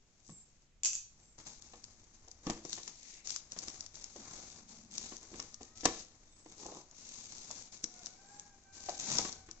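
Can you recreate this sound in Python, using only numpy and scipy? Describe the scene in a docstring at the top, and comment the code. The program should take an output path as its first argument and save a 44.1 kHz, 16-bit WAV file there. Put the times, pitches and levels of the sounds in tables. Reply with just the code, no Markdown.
"""Cardboard rubs and slides: an open box is turned, searched and emptied on a stone counter.
Clicks and hiss passed through filters make the rubbing; short noise bursts make the snaps and knocks.
A knife put down with a clink is filtered noise plus the fading tones of its blade.
Far outside, sums of gliding tones crow like a rooster, and thin high tones whistle.
A small hard room answers with fading noise echoes, over a steady hum of air and a deep rumble."""
import sys
import numpy as np
from scipy import signal
from scipy.fft import rfft, irfft
from scipy.io import wavfile
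from scipy.ndimage import uniform_filter1d

SR = 44100
rng = np.random.default_rng(int(sys.argv[2]) if len(sys.argv) > 2 else 0)


def to_wav(s):
    """Save 16-bit WAV."""
    ch = np.atleast_2d(s).T  # columns
    pcm = np.round(np.clip(ch, -1, 1) * 32767)  # PCM
    wavfile.write(sys.argv[1], SR, pcm.astype(np.int16))


N = 423360  # length in samples
TIME, HZ = np.arange(N) / SR, np.fft.rfftfreq(N, 1 / SR)

# Levels in the tables are starting points; the functions trim some of them.
# Loudest creases and tape snaps: (time [s], level [dB])
SNAP_EVENTS = [(1.484, -45), (1.6214, -45), (1.8402, -38.5), (2.2822, -47.5), (2.3136, -42.5), (2.467, -37),
               (2.499, -30), (2.5056, -34.5), (2.6503, -38.5), (2.6947, -38), (2.7292, -28), (2.832, -39),
               (2.877, -36), (3.272, -32.5), (3.294, -34.5), (3.3042, -29), (3.361, -27.5), (3.5193, -35),
               (3.5878, -31), (3.637, -41), (3.682, -34), (3.8063, -34), (3.8623, -39.5), (3.9541, -41.5),
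               (4.041, -36), (4.1624, -43), (4.98, -28), (5.1669, -37.5), (5.3992, -30.5), (5.5429, -37),
               (5.6307, -41.5), (5.808, -41), (5.8542, -17), (6.912, -47), (7.511, -34), (7.8404, -24.5),
               (8.0591, -31.5), (8.0676, -37), (8.3961, -37), (8.8928, -34), (9.1705, -28), (9.1841, -19),
               (9.3258, -35.5), (9.5114, -37.5)]
# Blows on the box walls: (time [s], level [dB], deep tone [dB], hard tone [dB])
KNOCK_EVENTS = [(0.292, -42.5, 0, -14), (1.382, -52, -10, -7), (1.734, -42.5, -25, -19),
                (2.277, -48, -25, -19), (2.467, -25, -6.5, -15.5), (2.497, -22.5, -8, -14.5),
                (2.649, -36.5, -14, -19.5), (2.777, -39, -14.5, -10.5), (2.874, -41.5, -14, -4),
                (3.563, -40, -11, -12), (3.679, -39.5, -1, -3.5), (4.159, -40, -21, -21.5),
                (5.12, -38, -8.5, -14.5), (5.339, -38.5, 9.5, 1.5), (5.395, -36.5, -12, -7),
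                (5.608, -39, -9, -21), (5.833, -34, -10, -17), (5.853, -16, -13.5, -12),
                (6.459, -42, -11.5, -20), (6.657, -36, -27.5, -35), (6.719, -38, -26, -28),
                (7.504, -40.5, -36, -18), (7.836, -38, -3, -42), (8.886, -26.5, -48, -32.5),
                (9.187, -27, -31, -20.5), (9.249, -31.5, -15, -7), (9.487, -42, 0, -3.5)]
# Bounces of the knife on stone: (time [s], level [dB])
KNIFE_BOUNCES = [(0.8341, -23), (0.8479, -17.5), (.857, -18.5), (0.859, -23.5), (.872, -30), (0.932, -26.5),
                 (.953, -24.5)]
# Ringing tones of the blade: (frequency [Hz], level [dB], time to fall 60 dB [s])
BLADE_TONES = [(2566, -3.5, 0.087), (3360, -8, 0.073), (4710, 0, .12), (5960, 2, 0.22), (6650, -5, 0.09),
               (7350, 10, .14)]
# Ringing tones of the box panels and the air inside: (frequency [Hz], level [dB], time to fall 60 dB [s])
BOX_TONES = [(183, -10.5, 0.11), (237, -8.5, 0.063), (295.7, -1.5, 0.1), (354.5, -0.5, 0.11),
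             (482, -6, 0.17), (597, -3.5, 0.054), (730, 9.5, 0.03), (820, 1.5, 0.045), (1145, -2, 0.043),
             (1765, -2.5, 0.041)]
# Far crowing, one curve for each call: (time [s], pitch [Hz], level [dB])
CROW_CALLS = [
    [(5.5, 603, -86), (5.68, 618, -77), (5.76, 655, -74), (6.0, 672, -79), (6.2, 674, -95)],
    [(7.66, 750, -80), (7.84, 741, -78), (7.95, 726, -68), (8.02, 708, -72.5), (8.17, 776, -70.5),
     (8.3, 814, -67.5), (8.42, 832, -74), (8.56, 778, -69.5)],
    [(8.64, 778, -67.5), (9.05, 773, -65), (9.4, 758, -72), (9.6, 733, -79)],
]
# How strongly the crow's throat passes each pitch: (frequency [Hz], level [dB])
THROAT = [(600, -20), (720, 1.5), (775, -6), (820, 0.5), (1250, -3), (1440, -7.5), (1560, -6.5), (1650, -6),
          (2150, -9), (2450, -20)]
# Thin whistles: (time [s], length [s], start pitch [Hz], end pitch [Hz], level [dB])
WHISTLE_EVENTS = [(.26, .16, 7850, 7200, -59), (1.16, .2, 7700, 7300, -71), (6.28, .17, 7850, 7600, -68),
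                  (8.22, .2, 7600, 7400, -66), (6.21, .16, 3640, 3610, -80)]
# Single scuffs, each in one broad resonance: (time [s], length [s], frequency [Hz], width [Hz], level [dB])
SCUFF_EVENTS = [(0.274, 0.069, 168, 50, -59.5), (0.223, 0.13, 6300, 1570, -62),
                (2.933, 0.39, 2300, 700, -67.5), (4.135, 0.31, 1200, 700, -64), (4.15, .1, 262, 60, -56),
                (5.301, 0.073, 350, 400, -56.5), (4.422, 0.73, 217, 50, -64),
                (5.845, 0.023, 1070, 191, -36), (6.535, 0.34, 400, 250, -56.5),
                (6.547, 0.33, 846, 345, -57.5), (9.06, 0.21, 173, 91, -50)]
# Strokes of cardboard over cardboard, skin and stone:
# (time [s], length [s], fastest point [0-1], hiss level [dB], panel drumming level [dB])
STROKE_EVENTS = [(0.0, 0.67, 0.55, -69.5, -75.5), (1.098, 0.29, 0.42, -68, -72),
                 (1.376, 0.042, 0.34, -52, -55), (1.447, 0.13, 0.12, -51, -58.5),
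                 (1.61, 0.34, 0, -60.5, -68.5), (2.13, 0.031, 0.6, -60, -69),
                 (2.424, 0.17, .45, -52, -53.5), (2.632, 0.28, 0.32, -48.5, -60.5),
                 (2.914, .28, 0.71, -52.5, -72.5), (3.24, 0.15, 0.56, -43.5, -61.5),
                 (3.503, 0.35, 0.37, -50, -57), (3.935, 0.52, 0, -54.5, -64),
                 (4.149, .46, 0.49, -51, -57.5), (4.671, 0.16, 0.1, -53.5, -61.5),
                 (4.904, 0.27, 0.38, -47.5, -58), (5.202, 0.33, 0.6, -54, -59.5),
                 (5.607, 0.083, 0, -57, -68), (5.75, 0.28, 0.99, -48.5, -62), (6.47, 0.093, .8, -59.5, -64),
                 (6.556, 0.26, 0.24, -50.5, -62), (6.938, 0.51, .4, -50, -62.5),
                 (7.291, 0.39, 0.75, -50, -60.5), (7.714, 0.064, 0.2, -48.5, -59.5),
                 (7.83, 0.38, 0.36, -56.5, -62.5), (8.21, 0.28, .5, -60, -63.5),
                 (8.725, 0.29, 0.67, -47.5, -57.5), (8.99, .3, 0.49, -36, -45.5),
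                 (9.312, 0.12, 0, -56.5, -60.5)]
# Handling sound that stays once the box is held: (time [s], hiss level [dB], panel drumming level [dB])
HOLDING = (1.38, -67.5, -71)
# Deep handling rumble over time: (time [s], level [dB])
RUMBLE_CURVE = [(0, -76.5), (1.1, -68.5), (2.6, -66.5), (3.1, -76), (3.7, -66), (4.7, -70), (5.7, -67),
                (6.3, -69.5), (8.4, -75.5), (9.2, -63), (9.6, -68)]
# Tone colours of hiss, drumming, snaps, thuds, steel and room air: (frequency [Hz], level [dB])
HISS_COLOUR = [(600, -53), (1600, -22.5), (2400, -5.5), (3100, -6.5), (4000, 0), (5200, 3.5), (6300, 8.5),
               (7600, 3.5), (9000, -52)]
DRUM_COLOUR = [(30, -2), (65, -2), (110, -2), (230, 3), (340, -2), (540, -5), (760, -3.5), (1100, -6.5),
               (1500, -9.5), (2200, -11), (4500, -39.5)]
SNAP_COLOUR = [(100, -28.5), (600, -22), (1500, -12.5), (2600, -14.5), (4000, -4), (5800, 8), (7200, 4),
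               (8500, -15.5)]
THUD_COLOUR = [(30, 1), (100, -8.5), (220, 1), (330, 4.5), (520, -2), (750, -6), (1100, -3), (1500, -14),
               (1800, -10.5), (3000, -12), (8000, -19.5)]
STEEL_COLOUR = [(200, -32), (900, -24), (1900, -23.5), (2600, -13), (3600, -15.5), (5000, -8.5),
                (6800, 4.5), (8500, -14.5)]
AIR_COLOUR = [(20, 3.5), (35, -4.5), (60, -13), (130, -9), (300, -17), (1000, -27), (2500, -25),
              (4500, -29.5), (7000, -24), (9000, -32.5)]
# Tone colour of the rumble: (frequency [Hz], level [dB])
RUMBLE_COLOUR = [(15, -8.0), (28, -2), (55, -10.5), (90, -8.0), (200, -36.0), (1000, -80.0)]
# Left level against right level for the box: (frequency [Hz], difference [dB])
LEFT_OVER_RIGHT = [(100, 0), (800, 0.9), (1800, 1.8), (2700, 3.34), (3900, 7.98), (5600, 12), (6800, 7),
                   (7700, -3)]
# How alike the box sounds left and right: (frequency [Hz], likeness [0-1])
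LIKENESS = [(100, 0.92), (300, 0.99), (700, 0.83), (2000, 0.18), (7000, 0.12)]
# How much of the room air is shared by left and right: (frequency [Hz], share of power [0-1])
AIR_SHARE = [(150, 0.88), (600, 0.65), (2000, .1)]
# How long the room's echoes last: (frequency [Hz], time to fall 60 dB [s])
ROOM_FADE = [(150, 0.31), (500, 0.43), (1500, 0.36), (4000, 0.47), (7000, 0.36)]

AIR_DB = -68.5
EDGE_HZ = 7980  # upper limit of the finished sound
# Each stroke starts and ends quieter than its fastest point, and catches and lets go quickly
START_DB, END_DB, GRAB_S, LET_GO_S = -8, -7, 0.0087, 0.017
# Loose tape: crinkles per second before clumping, strength of clumping, level against the fibres
CRINKLES_PER_S, CLUMP_DB, CRINKLE_DB = 45, 6, -6


def amp(db):
    """Turns decibels into a gain."""
    return 10 ** (np.asarray(db) / 20)


def unit(x):
    """Scales a sound to an average (rms) strength of 1."""
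    return x / np.sqrt(np.mean(x ** 2) + 1e-20)


def strength(x, size=88):
    """Finds the rms of the loudest two milliseconds."""
    return np.sqrt(uniform_filter1d(x ** 2, size).max())


def read(points, hz):
    """Reads between the points of a table, with frequency on a log scale."""
    f, value = np.transpose(points)
    return np.interp(np.log(hz + 1), np.log(f + 1), value)


def add(mix, s, sound):
    """Mixes a sound in at time s."""
    part = mix[..., max(round(s * SR), 0):][..., :sound.shape[-1]]
    part += sound[..., :part.shape[-1]]


def colour(x, points, size=4096):
    """Filters a sound to a tone colour, with nothing heard before its cause."""
    log_gain = np.log(amp(read(points, abs(np.fft.fftfreq(size, 1 / SR)))))
    minimum_phase = np.exp(np.conj(signal.hilbert(log_gain)))
    taps = np.fft.ifft(minimum_phase).real[:size // 2]
    return signal.oaconvolve(x, taps)[:len(x)]


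def wander(cutoff_hz):
    """Makes a random curve of rms 1, with little change faster than the cutoff."""
    noise = rfft(rng.standard_normal(N))
    return unit(irfft(noise / (1 + (HZ / cutoff_hz) ** 4), N))


def grains(per_s, spread_db, smooth):
    """Fibres catch and let go: clicks of uneven size over a smooth hiss."""
    size = amp(spread_db * np.minimum(rng.exponential(1, N), 4))
    clicks = (rng.random(N) < per_s / SR) * rng.choice([-1, 1], N) * size
    return unit(unit(clicks) + smooth * rng.standard_normal(N))


def burst(t, fall_s, after_db, after_s):
    """A sudden fracture, with a weaker spray of smaller ones that fades more slowly."""
    crack, spray = rng.standard_normal((2, len(t)))
    # cubing makes the spray spiky
    return crack * np.exp(-t / fall_s) + amp(after_db) * unit(spray ** 3) * np.exp(-t / after_s)


def ringing(t, tones, detune=(1, 1)):
    """Adds up tones that each fade at their own speed, as struck panels and blades do."""
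    total = 0
    for hz, level, t60 in tones:
        turns = hz * rng.uniform(*detune) * t + rng.random()
        total = total + amp(level - 60 * t / t60) * np.sin(2 * np.pi * turns)
    return total


def air():
    """Steady room noise: partly shared by both microphones, partly separate."""
    shared, left, right = (rfft(unit(colour(rng.standard_normal(N), AIR_COLOUR))) for _ in range(3))
    share = np.clip(read(AIR_SHARE, HZ), 0, 1)
    both = np.sqrt(share) * shared + np.sqrt(1 - share) * np.array([left, right])
    return amp(AIR_DB) * irfft(both, N)


def rumble():
    """Hands and moving air shake the microphones, mostly below the box's own tones."""
    deep = colour(rng.standard_normal(N), RUMBLE_COLOUR)
    return amp(np.interp(TIME, *np.transpose(RUMBLE_CURVE))) * unit(deep)


def room(x):
    """Dense reflections off hard walls, each frequency band dying at its own speed."""
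    t = np.arange(SR) / SR
    reflections = rng.standard_normal((2, SR)) * (rng.random((2, SR)) < .1)
    reflections = reflections * np.clip((t - .003) / 0.0075, 0, 1)  # they build up after 3 ms
    hz, at, bands = signal.stft(reflections, SR, nperseg=256)
    t60 = read(ROOM_FADE, hz)
    tail = signal.istft(bands * amp(-60 * at / t60[:, None]), SR, nperseg=256)[1]
    return signal.fftconvolve(x[None], tail / np.linalg.norm(tail[0]), axes=1)[:, :N]


def whistles():
    """Thin tones that swell, glide and fade, with a quick flutter in pitch."""
    out = np.zeros(N)
    flutter = wander(cutoff_hz=510)
    for s, length, start_hz, end_hz, db in WHISTLE_EVENTS:
        t = np.arange(0, length, 1 / SR)
        hz = np.linspace(start_hz, end_hz, len(t)) * (1 + 0.013 * flutter[:len(t)])
        tone = np.sin(2 * np.pi * np.cumsum(hz) / SR)
        add(out, s, amp(db - 1.0) * np.sin(np.pi * t / length) * tone)
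    return out


def crowing():
    """Hoarse, unsteady calls: three harmonics sweep through the resonances of a throat."""
    out = np.zeros(N)
    for call in CROW_CALLS:
        s, hz, db = np.transpose(call)
        pitch = np.interp(TIME, s, hz)
        turns = np.cumsum(pitch * (1 + 0.0082 * wander(cutoff_hz=67.2))) / SR
        cry = sum(amp(read(THROAT, k * pitch)) * np.sin(2 * np.pi * k * turns) for k in range(1, 4))
        level = amp(np.interp(TIME, s, db)) * (TIME > s[0]) * (TIME < s[-1])
        out += cry * uniform_filter1d(level, size=1500)  # soften the start and end
    return out


def knife():
    """The knife bounces on the stone, chatters after each bounce, and its thin blade rings on."""
    t, out = np.arange(SR // 2) / SR, np.zeros((2, N))
    for s, db in KNIFE_BOUNCES:
        chatter = (rng.random(len(t)) < 260 / SR) * rng.exponential(1, len(t)) * np.exp(-t / 0.032)
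        for side in out:
            tick = colour(burst(t, fall_s=0.0015, after_db=-14.5, after_s=0.029), STEEL_COLOUR)
            tick = tick / strength(tick)
            rattle = signal.fftconvolve(chatter, tick)[:len(t)]
            ring = ringing(t, BLADE_TONES)
            add(side, s, amp(db - 4) * (tick + amp(-21.0) * rattle + amp(-21.5) * ring))
    return out * amp([[1.6], [-1.6]])  # a little louder on the left


def knocks():
    """A blow crushes the wall with a dull thud and rings the box; its deep and hard tones vary."""
    t, paths = np.arange(SR // 4) / SR, np.zeros((2, N))
    for s, db, deep_db, hard_db in KNOCK_EVENTS:
        tone = [(260, deep_db + 13.5), (650, 0.002), (1250, hard_db + 15.0)]
        for path in paths:
            ring = ringing(t, BOX_TONES, detune=(0.97, 1.015))
            thud = colour(burst(t, fall_s=0.0085, after_db=-15, after_s=0.035), THUD_COLOUR)
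            blow = (unit(thud) + amp(-4.5) * unit(ring)) * (1 - np.exp(-t / 0.00085))
            blow = colour(blow, tone)
            add(path, s, amp(db - 6.5) * blow / strength(blow))
    return paths


def crunch():
    """The box lands on its corner, and the cardboard's flutes collapse within a few milliseconds."""
    t, paths = np.arange(SR // 8) / SR, np.zeros((2, N))
    for path in paths:
        crush = colour(burst(t, fall_s=0.0016, after_db=-23, after_s=0.01), SNAP_COLOUR)
        add(path, 5.858, amp(-19.0) * crush / strength(crush))
    return paths


def snaps():
    """Creases and tape give way in short bright cracks; a few fibres tear just ahead of each."""
    t, paths = np.arange(SR // 8) / SR, np.zeros((2, N))
    for s, db in SNAP_EVENTS:
        for path in paths:
            crack = colour(burst(t, fall_s=0.0012, after_db=-16.0, after_s=0.0067), SNAP_COLOUR)
            add(path, s + .0008, amp(db + 0.5) * crack / strength(crack))
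            fading = rng.standard_normal(len(t)) ** 3 * np.exp(-t / 0.0084)
            tearing = colour(fading[::-1], SNAP_COLOUR)  # reversed, so it grows toward the crack
            add(path, s + 0.00084 - t[-1], amp(db - 17.5) * tearing / strength(tearing))
    return paths


def scuffs():
    """Skin and board drag over a panel: stick-slip grains swell and fade in one resonance."""
    paths = np.zeros((2, N))
    for path in paths:
        fibres = rfft(grains(per_s=1800, spread_db=8.5, smooth=0.64))
        for s, length, hz, width_hz, db in SCUFF_EVENTS:
            resonance = unit(irfft(fibres / (1 + 1j * (HZ - hz) / width_hz) ** 3, N))
            swell = signal.windows.tukey(round(length * SR), .7)
            add(path, s, amp(db) * swell * resonance[round(s * SR):][:len(swell)])
    return paths


def effort():
    """Gains of hiss and drumming: each stroke catches, swells to its fastest point, slows and lets go."""
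    held_s, *held_db = HOLDING
    power = np.outer(amp(held_db) ** 2, TIME > held_s)
    for s, length, fastest, hiss_db, drum_db in STROKE_EVENTS:
        t = TIME[:round((length + .2) * SR)]
        swell = amp(np.interp(t / length, [0, np.clip(fastest, .02, .98), 1], [START_DB, 0, END_DB]))
        stroke = swell * np.minimum(t / GRAB_S, 1) * np.exp(-np.maximum(t - length, 0) / LET_GO_S)
        add(power, s, np.outer(amp([hiss_db, drum_db]), stroke) ** 2)
    return np.sqrt(power)


def rubbing():
    """Cardboard slides in uneven slips: fibres hiss, tape crinkles in clumps, and the panels drum along."""
    hiss, drum = effort()
    slips = wander(cutoff_hz=65)
    crinkle_rate = CRINKLES_PER_S * amp(CLUMP_DB * wander(cutoff_hz=12))
    crinkles = (rng.random(N) < crinkle_rate / SR) * np.minimum(rng.exponential(1, N), 3)
    paths = np.zeros((2, N))  # two ways to the microphones
    for path in paths:
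        fibres = grains(per_s=1800, spread_db=3.5, smooth=1.0)
        crinkle = rng.standard_normal(130) * np.exp(-np.arange(130) / 30)  # about 3 ms of noise
        crinkling = signal.oaconvolve(crinkles, crinkle)[:N]
        rustle = colour(unit(fibres) + amp(CRINKLE_DB) * unit(crinkling), HISS_COLOUR)
        path += hiss * amp(1.5 * slips) * unit(rustle)
        path += drum * amp(-1.5 + 2.2 * slips) * unit(colour(fibres, DRUM_COLOUR))
    return paths


def ports(common, other, count=5):
    """Two microphones: the left hears the box a few samples later, the right is mostly duller."""
    alike = np.clip(read(LIKENESS, HZ), 0, 1)
    left = rfft(common)
    right = alike * left + np.sqrt(1 - alike ** 2) * rfft(other)
    ratio = amp(read(LEFT_OVER_RIGHT, HZ))
    shade = np.sqrt(2 / (1 + ratio ** 2))  # keeps the combined power of both sides
    return np.array([np.roll(irfft(left * ratio * shade, N), count), irfft(right * shade, N)])


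def scene():
    """Mixes the close box, the knife, the outdoors heard mostly through the room, and the background."""
    rub = rubbing() + scuffs()
    crack = snaps() + crunch()
    knock = knocks()
    clink = knife()
    far = crowing() + whistles()
    walls = room(amp(-10.0) * rub[0] + amp(-12.5) * crack[0] + amp(-9.5) * knock[0])
    box = ports(*(rub + crack + knock + walls))
    echoes = room(amp(-7.5) * clink[0] + amp(6.0) * far)
    return box + clink + far + echoes + air() + rumble()


def record(dry):
    """Cuts off everything above the upper limit with a steep filter."""
    low_pass = signal.firwin(301, EDGE_HZ, window=("kaiser", 8), fs=SR)
    return signal.oaconvolve(dry, low_pass[None], "same", axes=1)


dry = scene()
out = record(dry)
to_wav(out)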